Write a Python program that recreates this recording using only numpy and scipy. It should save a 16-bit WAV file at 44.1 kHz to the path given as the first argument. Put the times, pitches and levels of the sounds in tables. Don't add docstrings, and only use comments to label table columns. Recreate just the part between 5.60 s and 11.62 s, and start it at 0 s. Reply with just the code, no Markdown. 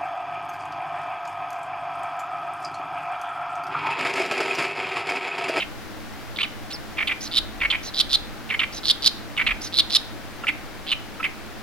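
import sys
import numpy as np
from scipy import signal
from scipy.fft import rfft, irfft, next_fast_len
from scipy.io import wavfile
from scipy.ndimage import uniform_filter1d

SR = 44100
rng = np.random.default_rng(int(sys.argv[2]) if len(sys.argv) > 2 else 0)


def generate_wav(signal):
    frames = np.transpose(np.atleast_2d(signal))
    scaled = np.clip(frames, -1, 1) * 32767
    pcm = np.round(scaled).astype(np.int16)
    wavfile.write(sys.argv[1], SR, pcm)


N = 265526
TIME = np.arange(N) / SR
LAST_TICK_GAP_S = .0086


def from_db(db):
    return 10 ** (np.asarray(db) / 20)


def rms_one(x):
    return x / np.sqrt(np.mean(x ** 2) + 1e-20)


def add(out, start, sound):
    at = max(round(start * SR), 0)
    out[at:at + len(sound)] += sound[:N - at]


def coloured(x, points):
    hz, db = np.transpose(points)
    size = next_fast_len(x.shape[-1] + 2048)
    freqs = np.maximum(np.arange(size // 2 + 1) * SR / size, 1)
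    gain = from_db(np.interp(np.log(freqs), np.log(hz), db))
    return irfft(rfft(x, size) * gain, size)[..., :x.shape[-1]]


def band_noise(size, low_hz, high_hz, order=2):
    sos = signal.butter(order, [low_hz, high_hz], "band", fs=SR, output="sos")
    return rms_one(signal.sosfilt(sos, rng.standard_normal(size + 512))[512:])


def wander(size, rate):
    at = np.arange(size) * rate / SR
    return np.interp(at, np.arange(size), rng.standard_normal(size))


def turns(hz):
    return 2 * np.pi * np.cumsum(hz) / SR


def swell(size, rise, fall):
    u = np.linspace(0, 1, size)
    attack = np.sin(np.pi / 2 * np.minimum(u / rise, 1))
    release = np.sin(np.pi / 2 * np.minimum((1 - u) / fall, 1))
    return attack * release


def syrinx(pitch, flutter_hz, swing, depth, scatter, turbulence_db, under_db, second_db, hiss_db,
           third_db=-50, evenness=0.19, edge=1.427):
    size, centre = len(pitch), pitch.mean()
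    beat = turns(flutter_hz * (1 + 0.313 * wander(size, 599.6))) + rng.uniform(0, 2 * np.pi)
    phase = turns(pitch * (1 - swing * np.cos(beat) + scatter * wander(size, 1518)))
    opening = np.maximum(1 + depth * np.cos(beat) + 0.16 * wander(size, 735), 0)
    turbulence = from_db(turbulence_db) * band_noise(size, centre * 0.85, centre * 1.505, order=3)
    undertone = from_db(under_db) * band_noise(size, centre * 0.31, centre * 0.71)
    tone = opening * (np.sin(phase) + undertone + turbulence)
    tone = tone / (uniform_filter1d(tone ** 2, size=17) + .05) ** (evenness / 2)
    throat = signal.butter(6, centre * edge, fs=SR, output="sos")
    overtones = from_db(second_db) * np.sin(2 * phase) + from_db(third_db) * np.sin(3 * phase)
    hiss = from_db(hiss_db) * band_noise(size, 900, 12500)
    return rms_one(rms_one(signal.sosfilt(throat, tone)) + opening * (overtones + hiss))


def stroke(length, first_hz, last_hz, db, turbulence_db, hiss_db, under_db=-17, rise=0.11, fall=0.45):
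    size = int((length + 0.003) * SR)
    u = np.linspace(0, 1, size)
    pressure = swell(size, rise, fall)
    droop = 0.15 * u * (1 - pressure)
    pitch = np.interp(u, [.15, .85], [first_hz, last_hz]) * (1 - droop)
    drive = np.clip((pitch.mean() - 2300) / 1500, 0, 1)
    voice = syrinx(pitch, flutter_hz=420 + 90 * drive, swing=0.13 * pressure, depth=.42,
                   scatter=0.082 * pressure, turbulence_db=turbulence_db, under_db=under_db - 7.7 * drive,
                   second_db=-26, hiss_db=hiss_db, third_db=hiss_db - 6.5, evenness=.3)
    return from_db(db) * rms_one(voice * pressure)


def tick(length, hz, db):
    size = int(length * SR)
    pitch = hz * (0.96 + 0.057 * np.sin(np.linspace(0, np.pi, size)))
    drive = np.clip((hz - 3200) / 700, 0, 1)
    voice = syrinx(pitch, flutter_hz=583, swing=0.13, depth=0.24, scatter=0.049, turbulence_db=1.5,
                   under_db=-43, second_db=-35, hiss_db=-28 + 10.5 * drive, edge=1.28)
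    return from_db(db) * rms_one(voice * swell(size, rise=0.12, fall=0.5))


def run_up(end, span, hz, db, stressed_lead=0, stress_db=0, count=12):
    last_tick_s, climb_hz_per_s, growth_db_per_s = .0058, 5300, 228.5
    jitter_s, scatter_db = .0002, 1.25
    out = np.zeros(N)
    steps = np.arange(count)
    leads = np.cumsum(LAST_TICK_GAP_S * .935 ** steps)
    stress = stress_db * (steps == np.argmin(abs(leads - stressed_lead)))
    for k, lead, (early, louder) in zip(steps, leads, rng.standard_normal((count, 2))):
        back = lead - leads[0]
        level_db = db - growth_db_per_s * back + stress[k] + scatter_db * louder
        sound = tick(last_tick_s * .9 ** k, hz - climb_hz_per_s * back, level_db)
        if lead <= span:
            add(out, end - lead - jitter_s * early, sound)
    return out


def croaks(gap_s=0.0039, slide_hz=145):
    # start, lead-in window, stroke spacing and length in seconds; first and last accent pitch
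    # and growl pitch in Hz; accent, middle and last beat levels in dB; relative accent hiss in dB.
    calls = [(0.0, 0, .018, 0.043, 2840, 3010, 2680, -26, -25, -38, -30),
             (1.38, .011, 0.022, 0.052, 2515, 2390, 2260, -22.5, -23.5, -21.5, -39),
             (1.472, 0, .018, 0.059, 3044, 3130, 2395, -23, -23.5, -22.5, -24.5),
             (2.011, .011, .018, 0.051, 2547, 2333, 2235, -20.5, -23, -19.5, -37),
             (2.101, 0, 0.022, 0.058, 3153, 3240, 2372, -20, -22.5, -22.5, -26.5),
             (2.9, .011, .019, .054, 2700, 2260, 2230, -22.5, -26.5, -23, -37),
             (2.992, 0, .019, 0.053, 2990, 2880, 2370, -18.5, -23, -21, -33),
             (3.774, .011, .018, 0.053, 2870, 2250, 2280, -22, -20, -20, -28),
             (3.865, 0, 0.02, 0.059, 2800, 2946, 2390, -18, -22.5, -21.5, -33)]
    growl = dict(turbulence_db=-8, hiss_db=-34, rise=0.18)
    out = np.zeros(N)
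    for (start, lead, spacing, length, first_hz, last_hz, growl_hz,
         accent_db, middle_db, last_db, hiss_db) in calls:
        beat_s, last_beat_s = spacing - gap_s, max(length - 2 * spacing, gap_s)
        out += run_up(start, lead, first_hz, accent_db - 12.5, count=1)
        rise = .3 if lead >= LAST_TICK_GAP_S else 0.063
        accent = stroke(beat_s, first_hz, last_hz, accent_db,
                        turbulence_db=-10.5, hiss_db=hiss_db, rise=rise)
        middle = stroke(beat_s, growl_hz + slide_hz / 2, growl_hz - slide_hz / 2, middle_db, **growl)
        last = stroke(last_beat_s, growl_hz, growl_hz, last_db, **growl)
        for k, beat in enumerate([accent, middle, last]):
            add(out, start + k * spacing, beat)
    return out


def arch(pause_s=.007):
    # time in seconds, pitch in Hz, level in dB.
    contour = [(.785, 2200, -34), (0.788, 2220, -19), (0.792, 2400, -29), (.801, 2360, -27),
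               (.81, 2760, -21.5), (.818, 2958, -20.5), (.826, 3044, -43), (0.832, 3130, -17),
               (.841, 2700, -23), (0.857, 2100, -37)]
    times, hz, db = np.transpose(contour)
    t = np.arange(times[0], times[-1], 1 / SR)
    voice = syrinx(np.interp(t, times, hz), flutter_hz=470, swing=.06, depth=.42, scatter=.04,
                   turbulence_db=-7.5, under_db=-18, second_db=-24, hiss_db=-31, third_db=-31, edge=2.2)
    out = run_up(times[0] - pause_s, span=.02, hz=3400, db=-33, count=2)
    add(out, times[0], from_db(np.interp(t, times, db)) * voice)
    return out


def whistle():
    # time in seconds, pitch in Hz, level in dB.
    contour = [(1.104, 3210, -42), (1.118, 3680, -36.5), (1.127, 3840, -36.5), (1.132, 5495, -29),
               (1.141, 5550, -28), (1.152, 4900, -34), (1.164, 4370, -39), (1.169, 4430, -55)]
    times, hz, db = np.transpose(contour)
    t = np.arange(times[0], times[-1], 1 / SR)
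    hoarse = np.interp(t, [1.128, 1.134], [1, 0])
    jitter = (0.02 + 0.093 * hoarse) * wander(len(t), 1960)
    phase = turns(np.interp(t, times, hz) * (1 + jitter))
    scratch = from_db(-1.5) * hoarse * band_noise(len(t), 2360, 4900) * (1 + 0.54 * wander(len(t), 560))
    voice = np.sin(phase) * (1 - 0.37 * hoarse) + from_db(-22) * np.sin(2 * phase) + scratch
    out = np.zeros(N)
    add(out, times[0], from_db(np.interp(t, times, db)) * rms_one(voice))
    return out


def squeaks(warble_hz=132, swing=0.098, lower_hz=4050, husk_db=-9):
    # start and length in seconds; first, top and last pitch in Hz; level in dB;
    # gain of the lower voice in dB ahead of its fade-in.
    calls = [(1.605, 0.079, 5200, 5970, 4600, -34.5, -4), (2.227, 0.076, 5270, 6030, 4870, -37, 5.5),
             (3.123, 0.075, 5100, 5870, 4856, -36.5, 0.5), (4.009, 0.077, 4700, 5860, 5000, -34, -1.5)]
    out = np.zeros(N)
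    for start, length, first_hz, top_hz, last_hz, db, lower_db in calls:
        size = int(length * SR)
        u = np.linspace(0, 1, size)
        warble = turns(warble_hz * (1 + 0.149 * wander(size, 140)))
        sweep = np.sin(warble) + 0.35 * np.cos(2 * warble)
        pitch = np.interp(u, [0, .3, .55, 1], [first_hz, top_hz, top_hz, last_hz]) * (1 + swing * sweep)
        upper = syrinx(pitch, flutter_hz=503, swing=0.014, depth=0.22, scatter=0.028,
                       turbulence_db=-27, under_db=-18.5, second_db=-16, hiss_db=-18)
        upper *= 1 - 0.28 * np.cos(warble)
        upper *= from_db(3.8 * wander(size, 205))
        lower_phase = turns(lower_hz * (1 + 0.087 * wander(size, 902)))
        lower = np.sin(lower_phase) * (1 - 0.57 * np.sin(warble))
        husk = from_db(husk_db) * band_noise(size, 2900, 6400, order=3)
        voice = upper + from_db(lower_db) * u * lower + husk
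        add(out, start, from_db(db) * rms_one(voice * (1.2 + u) * swell(size, rise=0.07, fall=0.25)))
    return out


def rattles(catch_s=.004, gap_s=.0026):
    # start of the catch, run-up window and lead of the stressed tick in seconds; its stress
    # in dB; length of catch and rasp in seconds; tick pitch, first and last rasp pitch in Hz;
    # last tick and rasp levels in dB; relative turbulence and hiss in dB.
    calls = [(1.7688, .058, .009, -1.5, .022, 3790, 3894, 3670, -22, -18.5, -8, -17),
             (2.399, .063, .053, 6.5, 0.015, 4080, 3965, 3980, -21.5, -17, -2.5, -16),
             (2.538, .047, .009, 7.5, 0.02, 4110, 4070, 4000, -25.5, -17.5, -8.5, -19),
             (3.298, .069, .044, 7.5, 0.016, 4180, 3786, 3970, -20.5, -15.5, -4, -18),
             (3.4597, .041, .037, 1.5, .021, 4130, 4175, 4055, -21, -14.5, -0.5, -17),
             (4.185, .063, .044, 6.5, 0.022, 4030, 4090, 3860, -21.5, -15.5, -9.5, -20),
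             (4.3486, .053, .044, 2.5, 0.021, 4170, 4000, 3940, -21.5, -15, 1, -16.5),
             (5.3156, 0.053, .032, 4, .021, 3400, 3060, 2830, -25.5, -19, -10, -27.5)]
    out, onset_s = np.zeros(N), catch_s + gap_s
    for (start, span, stressed_lead, stress_db, length, tick_hz, first_hz, last_hz,
         tick_db, db, turbulence_db, hiss_db) in calls:
        out += run_up(start, span, tick_hz, tick_db, stressed_lead, stress_db)
        catch = stroke(catch_s, first_hz, first_hz, db + .7, turbulence_db, hiss_db)
        rasp = stroke(length - onset_s, first_hz, last_hz, db, turbulence_db, hiss_db, fall=0.43)
        add(out, start, catch)
        add(out, start + onset_s, rasp)
    return out


def grunts():
    # start and length in seconds, pitch in Hz, level in dB.
    calls = [(4.834, 0.017, 1372, -30), (5.597, 0.019, 1337, -31)]
    out = np.zeros(N)
    for start, length, hz, db in calls:
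        size = int(length * SR)
        voice = syrinx(np.full(size, hz), flutter_hz=390, swing=0.086, depth=0.35, scatter=0.06,
                       turbulence_db=-6, under_db=-26, second_db=-3, hiss_db=-28)
        add(out, start, from_db(db) * rms_one(voice * swell(size, rise=0.27, fall=0.36)))
    return out


def chucks(flick_lead_s=.0098, flick_s=0.0046):
    # start and length of the fall in seconds, first and last pitch in Hz, level in dB.
    calls = [(4.8785, 0.0258, 2754, 2260, -19), (5.639, .031, 2700, 2210, -22)]
    breath = dict(turbulence_db=-14, hiss_db=-31)
    out = np.zeros(N)
    for start, length, first_hz, last_hz, db in calls:
        flick = stroke(flick_s, first_hz=2270, last_hz=2700, db=db - 2.5, under_db=-25, **breath)
        add(out, start - flick_lead_s, flick)
        add(out, start, stroke(length, first_hz, last_hz, db, under_db=-19.5, fall=0.76, **breath))
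    return out


def bill(source):
    # frequency in Hz, gain in dB.
    response = [(500, -17), (1250, 1), (1700, -5.5), (2150, -1), (2600, -3.5), (3700, 1), (4800, -0.5),
                (5600, -5), (6800, 0), (8000, 3.5), (10500, 8), (16000, -10)]
    return coloured(source, response)


def direct_path(song, right_lag_s=4.5e-5, right_db=3):
    size = next_fast_len(N + 2048)
    freqs = np.arange(size // 2 + 1) * SR / size
    delay = np.exp(-2j * np.pi * freqs * right_lag_s)
    late = irfft(rfft(song, size) * delay, size)[:N]
    return np.array([song, from_db(right_db) * late])


def ringing(song, hz=3600, width_hz=12, db=-12.5):
    radius = np.exp(-np.pi * width_hz / SR)
    poles = [1, -2 * radius * np.cos(2 * np.pi * hz / SR), radius ** 2]
    zeros = (1 - radius ** 2) / 2 * np.array([1, 0, -1])
    return from_db(db) * signal.lfilter(zeros, poles, song + 1e-18)


def early_echo(song, delay_s=.018, db=-19.5, cutoff_hz=4300):
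    dull = signal.sosfilt(signal.butter(2, cutoff_hz, fs=SR, output="sos"), song + 1e-18)
    out = np.zeros(N)
    add(out, delay_s, from_db(db) * dull)
    return out


def reed_bed(song, near_db=-17, near_t60=0.032, far_db=-20, far_t60=0.43):
    # frequency in Hz, further gain on both sprays in dB.
    reed_colour = [(500, -12), (2000, 9), (4000, 5.5), (7000, 1), (10000, -1.5), (16000, 0)]
    t = TIME[:SR // 2]
    sides = []
    for side in range(2):
        near = rng.standard_normal(len(t)) * from_db(-60 * t / near_t60) * (t > .002)
        far = rng.standard_normal(len(t)) * from_db(-60 * t / far_t60) * (t > .012)
        echoes = (from_db(near_db) * rms_one(near) + from_db(far_db) * rms_one(far)) / np.sqrt(len(t))
        sides.append(signal.fftconvolve(song, echoes)[:N])
    return coloured(np.array(sides), reed_colour)


def far_noise():
    # frequency in Hz, relative spectral density in dB.
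    mid_spectrum = [(20, 2.5), (40, -1), (80, -1.5), (170, -4), (400, -4), (800, -3), (950, -7), (1400, -5),
                    (2200, -9), (3000, -13.5), (5000, -17.5), (8000, -26), (16000, -27.5)]
    side_spectrum = [(20, 3), (40, -1.5), (80, -3.5), (170, -4), (400, -8), (1000, -13), (2000, -16),
                     (3000, -18), (5000, -21.5), (8000, -30), (16000, -31)]
    mid = from_db(-40.5) * rms_one(coloured(rng.standard_normal(N), mid_spectrum))
    side = from_db(-43) * rms_one(coloured(rng.standard_normal(N), side_spectrum))
    return np.array([mid + side, mid - side]) * from_db([[1.2], [-1.2]])


def drone():
    # centre and width in Hz, level in dB, then signed gains for left and right.
    bands = [(114.6, 20.5, -42.5, 0.79, -1.06), (219.4, 33.5, -45.5, 0.088, 0.98),
             (308.4, 53.6, -44.5, 0.9, 0.34)]
    return sum(from_db(db) * np.outer([left, right], band_noise(N, hz - width / 2, hz + width / 2))
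               for hz, width, db, left, right in bands)


def breeze():
    # time of the peak and half-width at 1/e in seconds, peak level in dB.
    puffs = [(1.817, 0.032, -36), (2.05, 0.16, -40), (2.507, 0.19, -43), (3.2, .3, -49), (3.9, 0.097, -39),
             (4.1, 0.18, -58)]
    envelope = sum(from_db(db) * np.exp(-((TIME - peak) / width) ** 2) for peak, width, db in puffs)
    return envelope * np.array([band_noise(N, 31, 43.6, order=1) for side in range(2)])


def scene():
    song = bill(croaks() + rattles() + chucks() + arch() + grunts() + squeaks() + whistle())
    direct = direct_path(song)
    return direct + ringing(direct) + early_echo(song) + reed_bed(song) + far_noise() + drone() + breeze()


def record(dry, cutoff_hz=15950):
    return signal.sosfilt(signal.ellip(10, .1, 70, cutoff_hz, fs=SR, output="sos"), dry)


dry = scene()
out = record(dry)
generate_wav(out)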